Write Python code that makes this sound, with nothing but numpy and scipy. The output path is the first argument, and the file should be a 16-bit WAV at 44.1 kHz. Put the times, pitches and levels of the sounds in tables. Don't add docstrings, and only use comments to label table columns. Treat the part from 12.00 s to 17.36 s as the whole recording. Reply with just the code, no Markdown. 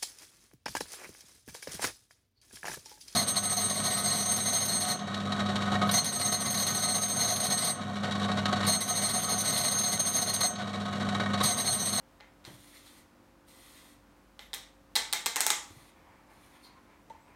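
import sys
import numpy as np
from scipy import signal
from scipy.fft import rfft, irfft, next_fast_len
from scipy.io import wavfile

SR = 44100
rng = np.random.default_rng(int(sys.argv[2]) if len(sys.argv) > 2 else 0)


def to_wav(s):
    ch = np.atleast_2d(s).T
    pcm = np.round(np.clip(ch, -1, 1) * 32767)
    wavfile.write(sys.argv[1], SR, pcm.astype(np.int16))


N = 236237
TIME_S = np.arange(N) / SR

# (frequency [Hz], width [Hz], gain struck on wall [dB], gain struck on rim [dB])
TANK_MODES = [(510, 650, -15, -14.5), (847, 200, -4.5, -3), (1206, 340, -12.5, -7),
              (1695, 1200, -14.5, -18.5), (2060, 290, -7, -10.5), (2340, 2200, -13.5, -12.5),
              (3264, 330, -4.5, -10.5), (3875, 940, 1, -6.5), (5413, 1500, -9, -8.5),
              (6740, 2100, -19, -7.5), (8480, 1800, -7.5, -1), (9370, 740, -21.5, -8),
              (12200, 3000, -18, -8), (14800, 2600, -23.5, -16.5)]
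# (time [s], slip energy [dB], place [0 wall, 1 rim], treble tilt [dB/oct], body gain [dB],
# landing delay [s], landing energy [dB])
CATCHES = [(0.2027, -33, 0.24, -21, 4, 0.0049, -27), (0.4426, -36, .7, -11, -4.5, 0.0084, -21.5),
           (.863, -35, .1, 0, 2, .006, -42), (2.393, -20, .1, -7.5, 1, .005, -40),
           (2.5323, -11.5, .1, -4, -2.5, 0.0064, -14), (2.5404, -16, .3, 8, 2.5, .0057, -15.5),
           (2.9545, -4, .1, 0.5, -0.5, 0.004, -3), (2.963, 2, .1, 1, 0, 0.0053, -12.5),
           (3.1275, -2.5, .05, 2.5, 0, 0.0059, -1), (3.2601, -2, 0.22, 1.5, 0.5, .0043, -3.5),
           (3.3597, -4, 0.87, -2.5, 1.5, 0.0066, -4), (3.4061, 1.5, .85, -1, -1.5, .0075, -5.5),
           (3.4656, 2, 1, -.5, 0, .0058, -11.5), (3.5037, 3, 0.88, -4, -3, .006, -11.5),
           (5.0993, -35, .6, -5.5, 4.5, .006, -46)]
# (start [s], length [s], relative level [dB], release [s], base hiss pitch [Hz])
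THREAD_TURNS = [(.44, .55, -59, .06, 8850), (1.463, .46, -58, 0.042, 8640), (2.39, .06, -62, .04, 11500),
                (3.602, .295, -61.5, .012, 8920), (4.287, 0.36, -68.5, .07, 9200)]
# (frequency [Hz], gain [dB])
RUB_SPECTRUM = [(300, -14), (700, -13), (1150, -1.5), (1690, -14.5), (1950, -7), (2700, -6), (3760, -0.5),
                (5200, -6.5), (7000, -9.5), (7900, -9.5), (9070, -4), (10400, -8), (11600, -4.5),
                (15500, -14)]
# (frequency [Hz], width [Hz], gain [dB])
RUB_MODES = [(1950, 310, 5), (3420, 570, -2.5), (4260, 460, -1), (9400, 980, -9), (11750, 1000, -9)]
# (centre time [s], relative level [dB], resonance [Hz])
SCUFF_DRAGS = [(0.466, -60, 3300), (.487, -55.5, 590), (.745, -62.5, 1960), (0.764, -62, 4200),
               (.88, -60.5, 3800), (1.654, -76, 3800), (1.771, -64, 1970), (4.441, -71, 3460),
               (4.558, -66, 3300), (4.654, -56.5, 4300), (4.779, -63, 960)]
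# (time [s], envelope peak [dB], frequency [Hz])
HAND_BUMPS = [(.474, -48.5, 118), (.477, -42.5, 325), (.486, -50, 563), (0.5, -50, 168),
              (0.537, -49.5, 111), (3.701, -50, 91), (3.705, -48.5, 313), (3.766, -49, 130),
              (5.103, -44.5, 546)]
# (time [s], envelope peak [dB])
CAVITY_KNOCKS = [(5.101, -41), (5.147, -48.5)]
# (start [s], length [s], relative level [dB])
SLEEVE_STROKES = [(3.76, 0.5, -65), (4.27, 0.46, -63), (4.825, 0.084, -61), (5.074, .28, -62)]
# (frequency [Hz], gain [dB])
CLOTH_SPECTRUM = [(200, -13), (600, 2), (950, 11.5), (1500, -3), (2200, 2.5), (3200, -8), (8000, -24),
                  (16000, -37)]
# (frequency [Hz], gain [dB], T60 [s])
REVERB_BANDS = [(149, 3.5, .55), (500, 2.5, 0.3), (897, 0, 0.49), (1900, 5.5, 0.4), (2910, 1, .4),
                (4010, -2, .39), (5200, 0, .38), (6940, 4, 0.38), (8800, -5, .35), (10500, -3, 0.29),
                (15500, -7, .24)]
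# (delay [s], gain [dB])
EARLY_ECHOES = [(.0028, -18), (.0062, -14.5), (.0165, -36.5)]
# (frequency [Hz], rms level [dB])
HUM_PARTIALS = [(48.4, -71), (193.8, -76.5), (242.2, -74.5), (290.7, -70.5), (339.1, -75), (532.9, -74.5),
                (678.3, -84)]
# (frequency [Hz], gain [dB])
AIR_SPECTRUM = [(12, -52), (25, -28.5), (38, -11), (53, -9), (80, -4), (120, -8), (290, -7.5), (400, -12),
                (540, -13), (1000, -12.5), (1600, -17.5), (3200, -26), (8000, -32), (15500, -36)]


def clicks(crack_s=0.00099, size=2048):
    direct, room_feed, t = np.zeros(N), np.zeros(N), np.arange(size) / SR
    hz, width_hz, wall_db, rim_db = np.transpose(TANK_MODES)
    push = signal.unit_impulse(size)
    treble_oct = np.log2(np.maximum(hz / 3300, 1))
    for time_s, energy_db, place, treble_db_per_oct, body_db in contacts():
        mode_db = wall_db + np.clip(place, 0, 1) * (rim_db - wall_db)
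        mode_db = mode_db + treble_db_per_oct * treble_oct + body_db * (hz < 3000)
        gripped_hz = hz * (1 + .03 * rng.standard_normal(len(hz)))
        crack = rng.standard_normal(size) * t * np.exp(-2 * t / crack_s)
        crack /= np.linalg.norm(crack)
        for out, force in (direct, push + crack), (room_feed, push):
            ring = resonate(force, zip(gripped_hz, width_hz, mode_db))
            add(out, time_s, undb(energy_db) * ring / np.linalg.norm(ring))
    return direct, room_feed


def contacts():
    for time_s, slip_db, place, treble_db_per_oct, body_db, delay_s, landing_db in CATCHES:
        yield time_s, slip_db, place, treble_db_per_oct, body_db
        yield time_s + delay_s, landing_db, place * .74, treble_db_per_oct + 1.5, body_db + 4


def threads(rub_db=-5, hiss_db=-12, hiss_width_hz=900, grain_db=9, slips_per_s=7000, swell_db=3):
    slipping = rng.random(N) < slips_per_s / SR
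    slips = slipping * rng.standard_normal(N) * undb(grain_db * rng.random(N))
    rings = sum(resonate(rng.permutation(slips), [mode]) * undb(swell_db * walk(14))
                for mode in RUB_MODES)
    rub = unit(colour(slips + rings, RUB_SPECTRUM))
    effort, hiss_hz = wrist()
    lowpass = signal.butter(2, hiss_width_hz / 2, fs=SR, output="sos")
    baseband = signal.sosfilt(lowpass, rng.standard_normal(N))
    hiss = unit(baseband * np.sin(2 * np.pi * np.cumsum(hiss_hz) / SR))
    return effort * undb(walk(45)) * (undb(rub_db) * rub + undb(hiss_db) * hiss)


def wrist(fastest_share=.43, spread_share=.15, lift_db=2, lift_hz=450):
    effort, hiss_hz = np.zeros(N), np.zeros(N)
    for start_s, length_s, db, release_s, base_hz in THREAD_TURNS:
        progress = (TIME_S - start_s) / length_s
        speed = bell(progress - fastest_share, spread_share)
        effort += stroke(start_s, length_s, .019, release_s) * undb(db + lift_db * speed)
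        hiss_hz = np.where(TIME_S >= start_s, base_hz + lift_hz * speed, hiss_hz)
    for time_s, db, hz in SCUFF_DRAGS:
        if hz > 1500:
            effort += undb(db - 5.5) * bell(TIME_S - time_s, .02)
    return effort, hiss_hz


def scuffs(gain_db=-2, spread_s=.02, width_hz=880):
    out, t = np.zeros(N), np.arange(-SR // 8, SR // 8) / SR
    for time_s, db, hz in SCUFF_DRAGS:
        drag = unit(resonate(rng.standard_normal(len(t)), [(hz, width_hz, 0)]))
        add(out, time_s + t[0], undb(db + gain_db) * bell(t, spread_s) * drag)
    return out


def squeak(start_s=5.185, length_s=.12, fade_s=.032, start_hz=7280, rise_hz_per_s=12500, level_db=-79.5):
    elapsed_s = np.clip(TIME_S - start_s, 0, length_s + fade_s)
    pitch_hz = (start_hz + rise_hz_per_s * elapsed_s) * (1 + .006 * walk(400))
    phase = 2 * np.pi * np.cumsum(pitch_hz) / SR
    tone = np.sin(phase) + undb(-6) * np.sin(1.5 * phase)
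    return stroke(start_s, length_s, fade_s, fade_s) * undb(level_db + 3 * walk(90)) * tone


def bumps(swell_cycles=.83, cavity_hz=900, cavity_swell_s=.0064):
    out, t = np.zeros(N), np.arange(SR // 4) / SR
    soft = [(time_s, db, hz, swell_cycles / hz) for time_s, db, hz in HAND_BUMPS]
    hollow = [(time_s, db, cavity_hz, cavity_swell_s) for time_s, db in CAVITY_KNOCKS]
    for time_s, db, hz, swell_s in soft + hollow:
        envelope = t / swell_s * np.exp(1 - t / swell_s)
        add(out, time_s, undb(db) * envelope * np.sin(2 * np.pi * hz * t))
    return out


def sleeves(gain_db=-7, flutter_db=3):
    motion = sum(undb(db) * stroke(start_s, length_s, attack_s=.027, release_s=.08)
                 for start_s, length_s, db in SLEEVE_STROKES)
    envelope = motion * undb(gain_db + flutter_db * walk(35))
    return envelope * unit(colour(rng.standard_normal(N), CLOTH_SPECTRUM))


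def kitchen(x, sway_hz=1.4):
    angle = 2 * np.pi * sway_hz * TIME_S
    shares = np.cos(angle), np.sin(angle)
    return sum(signal.fftconvolve(x * share, room_response())[:N] for share in shares)


def room_response(build_s=.001, length_s=.7):
    hz, db, t60_s = np.transpose(REVERB_BANDS)
    t = TIME_S[:int(SR * length_s)]
    log_f = np.log(bins(len(t)))
    spectrum = rfft(rng.standard_normal(len(t))) * undb(np.interp(log_f, np.log(hz), db))
    response = np.zeros(len(t))
    for share, band_t60_s in zip(np.eye(len(hz)), t60_s):
        band = irfft(spectrum * np.interp(log_f, np.log(hz), share), len(t))
        envelope = np.exp(-np.log(1000) * t / band_t60_s) * (1 - bell(t, build_s))
        response += band * envelope / np.linalg.norm(envelope)
    for delay_s, echo_db in EARLY_ECHOES:
        response[int(delay_s * SR)] += undb(echo_db) * rng.choice([-1, 1])
    return response


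def mains_hum(waver_db=2.5, drift_rad=.25):
    out = np.zeros(N)
    for hz, db in HUM_PARTIALS:
        amplitude = np.sqrt(2) * undb(db + waver_db * walk(3.6))
        phase = 2 * np.pi * hz * TIME_S + drift_rad * walk(2.2) + rng.uniform(0, 2 * np.pi)
        out += amplitude * np.sin(phase)
    return out


def room_air(level_db=-62.5):
    return undb(level_db + .5 * walk(8.7)) * unit(colour(rng.standard_normal(N), AIR_SPECTRUM))


def resonate(x, modes):
    size = 2 * next_fast_len(len(x) // 2 + 1)
    f = bins(size)
    power = sum(undb(2 * db) / (1 + ((f - hz ** 2 / f) / width_hz) ** 2) ** 2
                for hz, width_hz, db in modes)
    cepstrum = irfft(np.log(power + 1e-9), size)
    cepstrum[0] /= 2
    cepstrum[size // 2:] = 0
    return irfft(rfft(x, size) * np.exp(rfft(cepstrum)), size)[:len(x)]


def colour(x, points):
    hz, db = np.transpose(points)
    size = next_fast_len(len(x))
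    gain = undb(np.interp(np.log(bins(size)), np.log(hz), db))
    return irfft(rfft(x, size) * gain, size)[:len(x)]


def stroke(start_s, length_s, attack_s, release_s):
    rise = np.clip((TIME_S - start_s) / attack_s, 0, 1)
    fall = np.clip(1 - (TIME_S - start_s - length_s) / release_s, 0, 1)
    return rise * fall


def bell(offset, spread):
    return np.exp(-(offset / spread) ** 2)


def walk(rate_hz):
    knots = rng.standard_normal(N)
    return np.sqrt(3 / 2) * np.interp(TIME_S * rate_hz, np.arange(N), knots)


def bins(size):
    return np.maximum(np.fft.rfftfreq(size, 1 / SR), 1)


def add(out, time_s, x):
    i = int(round(time_s * SR))
    out[i:i + len(x)] += x[:N - i]


def undb(db):
    return 10 ** (np.asarray(db) / 20)


def unit(x):
    return x / np.sqrt(np.mean(x ** 2))


def scene(soft_send_db=-9):
    clicks_direct, clicks_room_feed = clicks()
    rubbing = threads() + scuffs() + sleeves()
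    soft = bumps() + squeak()
    room = kitchen(clicks_room_feed + rubbing + undb(soft_send_db) * soft)
    return (clicks_direct + rubbing + soft + room + mains_hum() + room_air())[None]


def record(dry, cutoff_hz=15800):
    return signal.sosfilt(signal.ellip(10, .2, 75, cutoff_hz, fs=SR, output="sos"), dry)


dry = scene()
out = record(dry)
to_wav(out)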